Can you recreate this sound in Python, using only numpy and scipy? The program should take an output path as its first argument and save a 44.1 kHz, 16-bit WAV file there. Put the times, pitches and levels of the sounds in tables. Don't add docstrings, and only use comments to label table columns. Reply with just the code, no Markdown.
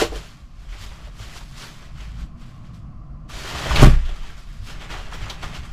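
import sys
import numpy as np
from scipy import signal
from scipy.fft import rfft, irfft, next_fast_len
from scipy.io import wavfile
from scipy.ndimage import uniform_filter1d, map_coordinates

SR = 44100
rng = np.random.default_rng(int(sys.argv[2]) if len(sys.argv) > 2 else 0)


def to_wav(sig):
    pcm = np.clip(np.atleast_2d(sig), -1, 1) * 32767
    pcm = np.round(pcm).astype(np.int16)
    wavfile.write(sys.argv[1], SR, pcm.T)


def boost(x):
    u = np.asarray(x, float) / 20
    return 10 ** u


N = 252604


def unit(x):
    return x / np.sqrt(np.mean(x ** 2) + 1e-20)


def along(points, hz):
    point_hz, value = np.transpose(points)
    return np.interp(np.log(hz + 1), np.log(point_hz + 1), value)


def curves(rows):
    s, *columns = np.transpose(rows)
    return [np.interp(np.arange(N) / SR, s, column) for column in columns]


def wobble(rate_hz):
    knots = rng.standard_normal(int(N * rate_hz / SR) + 4)
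    return map_coordinates(knots, [np.arange(N) * rate_hz / SR])


def filtered(x, response):
    size = next_fast_len(N + SR // 2)
    return irfft(rfft(x, size) * response(np.fft.rfftfreq(size, 1 / SR)), size)[..., :N]


def coloured(x, spectrum):
    return unit(filtered(x, lambda hz: boost(along(spectrum, hz))))


def band_noise(low_hz, high_hz, order, count):
    sos = signal.butter(order, [low_hz, high_hz], "band", fs=SR, output="sos")
    return unit(signal.sosfilt(sos, rng.standard_normal(count)))


def ring(modes, attack_s, scatter_db, rough=0):
    t = np.arange(SR) / SR
    tones = np.zeros(SR)
    for hz, db, t60_s in modes:
        drift = rough * np.cumsum(rng.standard_normal(SR)) / np.sqrt(SR)
        level_db = db + scatter_db * rng.standard_normal() - 60 * t / t60_s
        tones += boost(level_db) * np.sin(2 * np.pi * hz * t + drift)
    return tones * (1 - np.exp(-t / attack_s))


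def add(track, start_s, sound):
    part = track[round(start_s * SR):][:len(sound)]
    part += sound[:len(part)]


# hz, db_per_hz
PLASTIC = [(710, -24.5), (1200, -2), (1280, -7), (1350, -2), (3240, -5.5), (3600, -14), (4680, -39.5),
           (7920, -120)]
CRISP = [(2120, -31), (3600, -2.5), (4510, 0), (7800, -9), (10100, -35), (17200, -120)]
SHEEN = [(6000, -13), (7900, -10), (8960, -9), (9740, -5), (11300, -10), (12100, -7.5), (12900, -12),
         (13900, -12.5), (15000, -16), (15400, -26), (15600, -85)]
CLOTH = [(150, -31), (260, -6.5), (295, -1), (426, 1), (494, -8), (549, 0.5), (1400, -3.5), (1820, -60),
         (3080, -120)]


def rustle():
    crinkle_db, stiff_db = handling()
    crisp_db = -5 + 0.86 * stiff_db
    sheen_db = -15 + 1.36 * stiff_db
    flap_db = -3 - 0.1 * stiff_db + 0.11 * (crinkle_db + 45)
    buckling = patchy(crackle(14000, spread_db=1.0, clump_db=0.74), patchy_db=1.18)
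    crinkle = coloured(buckling, PLASTIC)
    crinkle += boost(crisp_db) * coloured(buckling, CRISP)
    crinkle += boost(sheen_db) * coloured(buckling, SHEEN)
    flap = boost(flap_db) * coloured(crackle(7000, spread_db=1.5, clump_db=1.6), CLOTH)
    return boost(crinkle_db - 6.0) * (crinkle + flap)


def crackle(per_second, spread_db, clump_db):
    fires = rng.random(N) < per_second / SR
    bounded = np.minimum(rng.exponential(size=N), 3.5)
    size = boost(spread_db * bounded + clump_db * wobble(28))
    return fires * size * rng.standard_normal(N)


def patchy(x, patchy_db):
    z = signal.stft(x, nperseg=512)[2]
    field = uniform_filter1d(rng.standard_normal(z.shape), size=5, axis=0)
    field = uniform_filter1d(field, size=4, axis=1)
    return signal.istft(z * boost(patchy_db * unit(field)), nperseg=512)[1][:N]


# start_s, level_db, swell_s, fade_s,
# stiffness_db
MOVES = [(0.013, -21, 0.65, 0.063, 3.5), (0.16, -40, 0.16, 0.28, 2.5), (0.624, -53.5, 0.18, 0.73, 1.5),
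         (0.736, -46, 0.13, 0.21, -2), (0.823, -43, 0.17, 0.28, 4), (0.918, -49.5, 0.03, 0.4, -1.5),
         (1.07, -49.5, 0.44, 0.075, 0.5), (1.198, -45, 0.091, 0.4, 4.5),
         (1.279, -45.5, 0.12, 0.32, 0.5), (1.37, -41.5, 0.14, 0.089, 6),
         (1.607, -39.5, 0.11, 0.29, 3.7), (1.822, -48.5, 0.11, 0.26, -1),
         (2.006, -43.5, 0.079, 0.23, -0.5), (2.211, -46, 0.13, 0.084, 1), (2.416, -53.5, 0.08, 0.53, 1),
         (2.65, -55.5, 0.047, 0.14, -1.5), (2.744, -57, 0.03, 0.11, 5.5),
         (4.095, -41, 0.53, 0.099, -4.2), (4.164, -45.5, 0.073, 0.11, 2),
           (4.269, -44.1, 0.36, 0.27, -1.5), (4.381, -48.5, 0.037, 0.088, 5.5),
           (4.5, -52.5, 0.29, 0.8, 3.5), (4.706, -38.5, 0.072, 0.15, 0.3), (4.82, -37, 0.062, 0.15, -4),
           (4.907, -32.5, 0.025, 0.32, -3.2), (5.14, -35.5, 0.057, 0.12, -0.7),
           (5.226, -38, 0.086, 0.52, -3.2), (5.305, -37, 0.044, 0.077, 0), (5.429, -34.0, 0.02, 0.16, -2.5),
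           (5.562, -37, 0.12, 0.1, -1), (5.645, -45.5, 0.076, 0.75, -1.2),
         (.118, -48, .02, .1, -2),
    (1.5, -56, .2, .2, 10),
    (4.675, -49, 0.066, .06, 16),
]


def handling():
    s, db, swell_s, fade_s, stiff_db = np.transpose(MOVES)[..., None]
    late_s = np.arange(N) / SR - s
    power = boost(2 * (db - 20 * np.maximum(-late_s / swell_s, late_s / fade_s)))
    effort, push_stiff_db = push()
    total = power.sum(0) + effort ** 2 + 1e-12
    stiffness_db = ((power * stiff_db).sum(0) + effort ** 2 * push_stiff_db) / total
    return 10 * np.log10(total), stiffness_db


# time_s, effort_db, stiffness_db
PUSH = [
    (3.278, -69, 3),
    (3.296, -43, 2),
    (3.345, -37.5, 2),
    (3.62, -30, 0.5),
    (3.742, -26, -3),
    (3.756, -24, -2),
    (3.826, -17.5, -2),
    (3.948, -38.5, -3.5),
    (4.008, -57, 0),
]


def push():
    t = np.arange(N) / SR
    effort_db, stiff_db = curves(PUSH)
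    return boost(effort_db) * (t > PUSH[0][0]) * (t < PUSH[-1][0]), stiff_db


# start_s, pump_db, drum_db
BLOWS = [
    (3.783, -5, -31),
    (3.823, 2.5, 0),
    (3.845, -18, -15),
    (3.865, -21, -14),
]
# hz, level_db, t60_s
PUMP = [(25.87, -5, 0.81), (13.32, -12.5, 2.3), (33, -13.5, 0.88), (59.5, -4, 0.6), (79.6, -10.5, 0.15)]
# hz, level_db, t60_s
DRUM = [(125.2, -1, 0.28), (139.9, 1, 0.29), (165.1, -4.5, 0.223), (232.6, -1.5, 0.14), (264.6, -2, 0.1),
        (335, -7.5, 0.135), (388, 0, 0.073), (607, -2, 0.072), (740, -6.5, 0.079), (1070, -11, 0.11),
        (1240, -11, 0.088)]


def snap():
    heave, boom, t = np.zeros(N), np.zeros(N), np.arange(SR) / SR
    for s, pump_db, drum_db in BLOWS:
        add(heave, s, boost(pump_db) * ring(PUMP, 0.0051, scatter_db=2.5))
        crack = 0.099 * boost(-60 * t / 0.014) * rng.standard_normal(SR)
        panels = ring(DRUM, 0.0026, scatter_db=0, rough=7.8)
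        add(boom, s, boost(drum_db - 5.0) * (panels + crack))
    return heave, boom


# start_s, peak_db, pitch_hz, spit_db (relative)
CRINKLES = [(0.1538, -25, 3280, -2), (0.725, -31, 2150, -20), (1.1628, -45, 1450, -13),
            (1.574, -30.5, 3780, -2), (1.9794, -34, 1340, -20), (2.7384, -50, 1170, -7),
            (3.293, -27.5, 1050, -16.5), (3.6917, -17, 1000, -17), (3.7574, -5.5, 2570, -25.5),
            (3.8226, -2, 1185, -11), (3.826, -5.5, 2900, -4.5), (3.838, -9.5, 1900, -8),
            (4.051, -28, 3500, -15), (4.0882, -28.5, 3300, -20), (4.158, -33, 1240, -13),
            (4.225, -34, 1000, -23), (4.2955, -28.5, 1710, -23), (4.376, -37, 1420, -8),
            (4.497, -42, 1800, -18), (4.809, -35, 2490, -19), (4.8913, -29, 1870, -34),
            (5.118, -26, 1340, -14), (5.2999, -32, 3270, -26), (5.428, -21, 1050, -19),
            (5.5453, -23, 2960, -18), (5.6476, -26.5, 1240, -10)]


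def folds():
    out, t = np.zeros(N), np.arange(SR // 5) / SR
    for s, db, hz, spit_db in CRINKLES:
        t60_s = 0.1 * (1000 / hz) ** 0.2
        body = band_noise(hz * 0.91, hz * 1.07, 1, len(t))
        spit = band_noise(3500, 8500, 2, len(t))
        envelope = boost(db - 12.5 - 60 * t / t60_s) * (1 - np.exp(-t / 0.0042))
        add(out, s, envelope * (body + boost(spit_db) * spit))
    return out


# start_s, peak_db, pitch_hz
PATS = [(0.914, -35.5, 950), (1.069, -34.5, 610), (1.199, -38, 626), (1.259, -40, 695), (1.358, -37, 780),
        (1.409, -39.5, 1100), (1.611, -48, 1300), (3.446, -25.5, 440), (3.547, -21.5, 1140),
        (3.658, -17.5, 615), (3.7075, -12, 1050), (4.094, -37, 541), (4.939, -25.5, 1190),
        (5.122, -27, 1280), (5.135, -28, 420), (5.264, -30, 1350), (5.43, -23, 1100)]


def pats():
    out, t = np.zeros(N), np.arange(SR // 5) / SR
    t60_s, attack_s = 0.09, 0.0012
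    for s, db, hz in PATS:
        puff = band_noise(hz * 0.62, hz * 1.23, 2, len(t))
        add(out, s, boost(db - 8.5 - 60 * t / t60_s) * (1 - np.exp(-t / attack_s)) * puff)
    return out


# start_s, level_db
KNOCKS = [
    (0.016, -1),
    (0.049, -12),
    (0.121, -16.5),
    (0.138, -20.5),
    (0.156, -22.5),
]
# hz, level_db, t60_s
HANDLE = [(335, -6, .09), (445, 0, .085), (520, -8, .07), (605, -7, .08), (738, -8, .065), (1020, -18, .08),
          (1240, -22, .06)]
# start_s, level_db
TICKS = [
    (0.009, -16.5),
    (3.757, -16),
    (5.297, -19.5),
    (5.546, -33),
]
# hz, level_db, t60_s
RIB = [(2406, -5, 0.046), (2570, -28, 0.062), (3270, -7.5, 0.13), (3940, -6, 0.072), (4370, -3.5, 0.036),
       (4670, -5.5, 0.057), (6000, -11.5, 0.052), (6830, -23, 0.028)]


def knocks():
    out = np.zeros(N)
    for s, db in KNOCKS:
        add(out, s, boost(db - 8) * ring(HANDLE, 0.002, scatter_db=1, rough=9))
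    for s, db in TICKS:
        add(out, s, boost(db - 7.5) * ring(RIB, 0.0019, scatter_db=4, rough=46))
    return out


# hz, t60_s
ROOM = [(100, 0.22), (1000, 0.29), (10000, 0.15)]


def room(x):
    step, delay, out = SR // 4, 150, np.zeros((2, N + SR))
    for start in range(0, N, step):
        hz, t, z = signal.stft(rng.standard_normal((2, SR // 2)), SR, nperseg=256)
        decay = boost(-60 * t / along(ROOM, hz)[:, None])
        tail = signal.istft(z * decay, SR, nperseg=256)[1]
        wet = signal.fftconvolve(x[None, start:start + step], tail / np.linalg.norm(tail[0]), axes=1)
        out[:, start + delay:start + delay + wet.shape[1]] += wet
    return out[:, :N]


# start_s, level_db, pitch_hz, t60_s
THUMPS = [(.1, -27, 45, .25), (.42, -35, 62, 0.25), (1.2, -28.5, 106, .2), (1.425, -21.5, 42, 0.14),
          (1.95, -30, 45.3, 0.32), (3.551, -22, 63, 0.31), (3.706, -12.5, 56.5, 0.21),
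          (4.602, -29, 99.7, 0.33), (4.951, -29.5, 80.6, 0.2), (5.191, -28, 54.5, 0.28),
          (5.22, -26, 107, 0.19), (5.58, -29.5, 70.4, 0.36)]


def thumps():
    out = np.zeros(N)
    for s, db, hz, t60_s in THUMPS:
        add(out, s, ring([(hz, db, t60_s)], 0.0041, scatter_db=1.0))
    return out


# time_s, level_db
DRAUGHT = [(0.0, -29.5), (0.19, -34.5), (0.31, -52.5), (0.71, -33.5), (1.52, -42), (1.73, -52),
           (1.94, -36.5), (2.25, -33), (2.27, -43.5), (3.49, -38.5), (3.5, -45),
           (4.3, -37),
    (4.446, -41.5),
    (4.662, -35),
    (4.754, -44.5),
    (5.256, -32),
    (5.272, -38.5),
    (5.72, -40.5),
]
# time_s, gain_db
HUM_GAIN = [(0, 1), (.5, -4.5), (1.15, -1.5), (1.75, -1), (2.7, 1), (3.3, 1), (4.4, -4), (4.7, -2),
            (5.73, 0)]
STIR_DB = (24.5, 23.5, 24)
# hz, db_per_hz
ROCKING = [(18, -49), (30, -0.5), (54, 1.5), (71, -6.5), (86, -24), (95, -6.5), (120, -35), (210, -120)]
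DRONE = [(50, -43), (85, -5), (146, 0.5), (158, -2), (177, -6.5), (221, -11.5), (238, -5.5), (259, -26.5),
         (300, -17.5), (390, -44), (660, -120)]
SWAY = [(2, -37), (6, 2), (25, -5), (35, -1.5), (70, -120)]
HUM = [(200, -23), (295, 3), (400, -11), (520, -9), (690, -3), (800, -9), (960, -14), (1015, -2),
       (1150, -1), (1550, -18.5), (2700, -23.5), (3700, -32), (4600, -27.5), (15400, -53)]


def background():
    draught_db, = curves(np.array(DRAUGHT))
    gain_db, = curves(HUM_GAIN)
    opened = np.arange(N) / SR > BLOWS[0][0]
    sway_db = -42 + 0.37 * (draught_db - draught_db.mean()) + 6.5 * opened
    drone_db = -43 + 1.4 * gain_db + 2 * wobble(4)
    effort, _ = push()
    out = boost(-56 + gain_db) * coloured(rng.standard_normal(N), HUM)
    for db, stir_db, spectrum in zip((draught_db, drone_db, sway_db), STIR_DB, (ROCKING, DRONE, SWAY)):
        gain = np.minimum(np.hypot(boost(db), boost(stir_db) * effort ** 2), boost(-25))
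        out += gain * coloured(rng.standard_normal(N), spectrum)
    return out + thumps()


def scene():
    heave, boom = snap()
    near = rustle() + folds() + pats() + knocks() + boom
    wet, other = room(filtered(near, lambda hz: hz ** 2 / (hz ** 2 + 600 ** 2)))
    mid = boost(2.0) * near + boost(-9.5) * wet + boost(-2.5) * heave + background()
    side = filtered(0.52 * mid + 0.85 * other, lambda hz: hz > 11000)
    return np.array([mid + side, mid - side])


def top_cut(x):
    return signal.sosfilt(signal.butter(12, 15660, fs=SR, output="sos"), x)


def record(dry):
    ceiling = 0.995
    heard = filtered(dry, lambda hz: 1 / (1 + (hz / 15200) ** 60))
    clipped = heard / (1 + np.abs(heard / ceiling) ** 40) ** (1 / 40)
    return top_cut(clipped)


dry = scene()
out = record(dry)
to_wav(out)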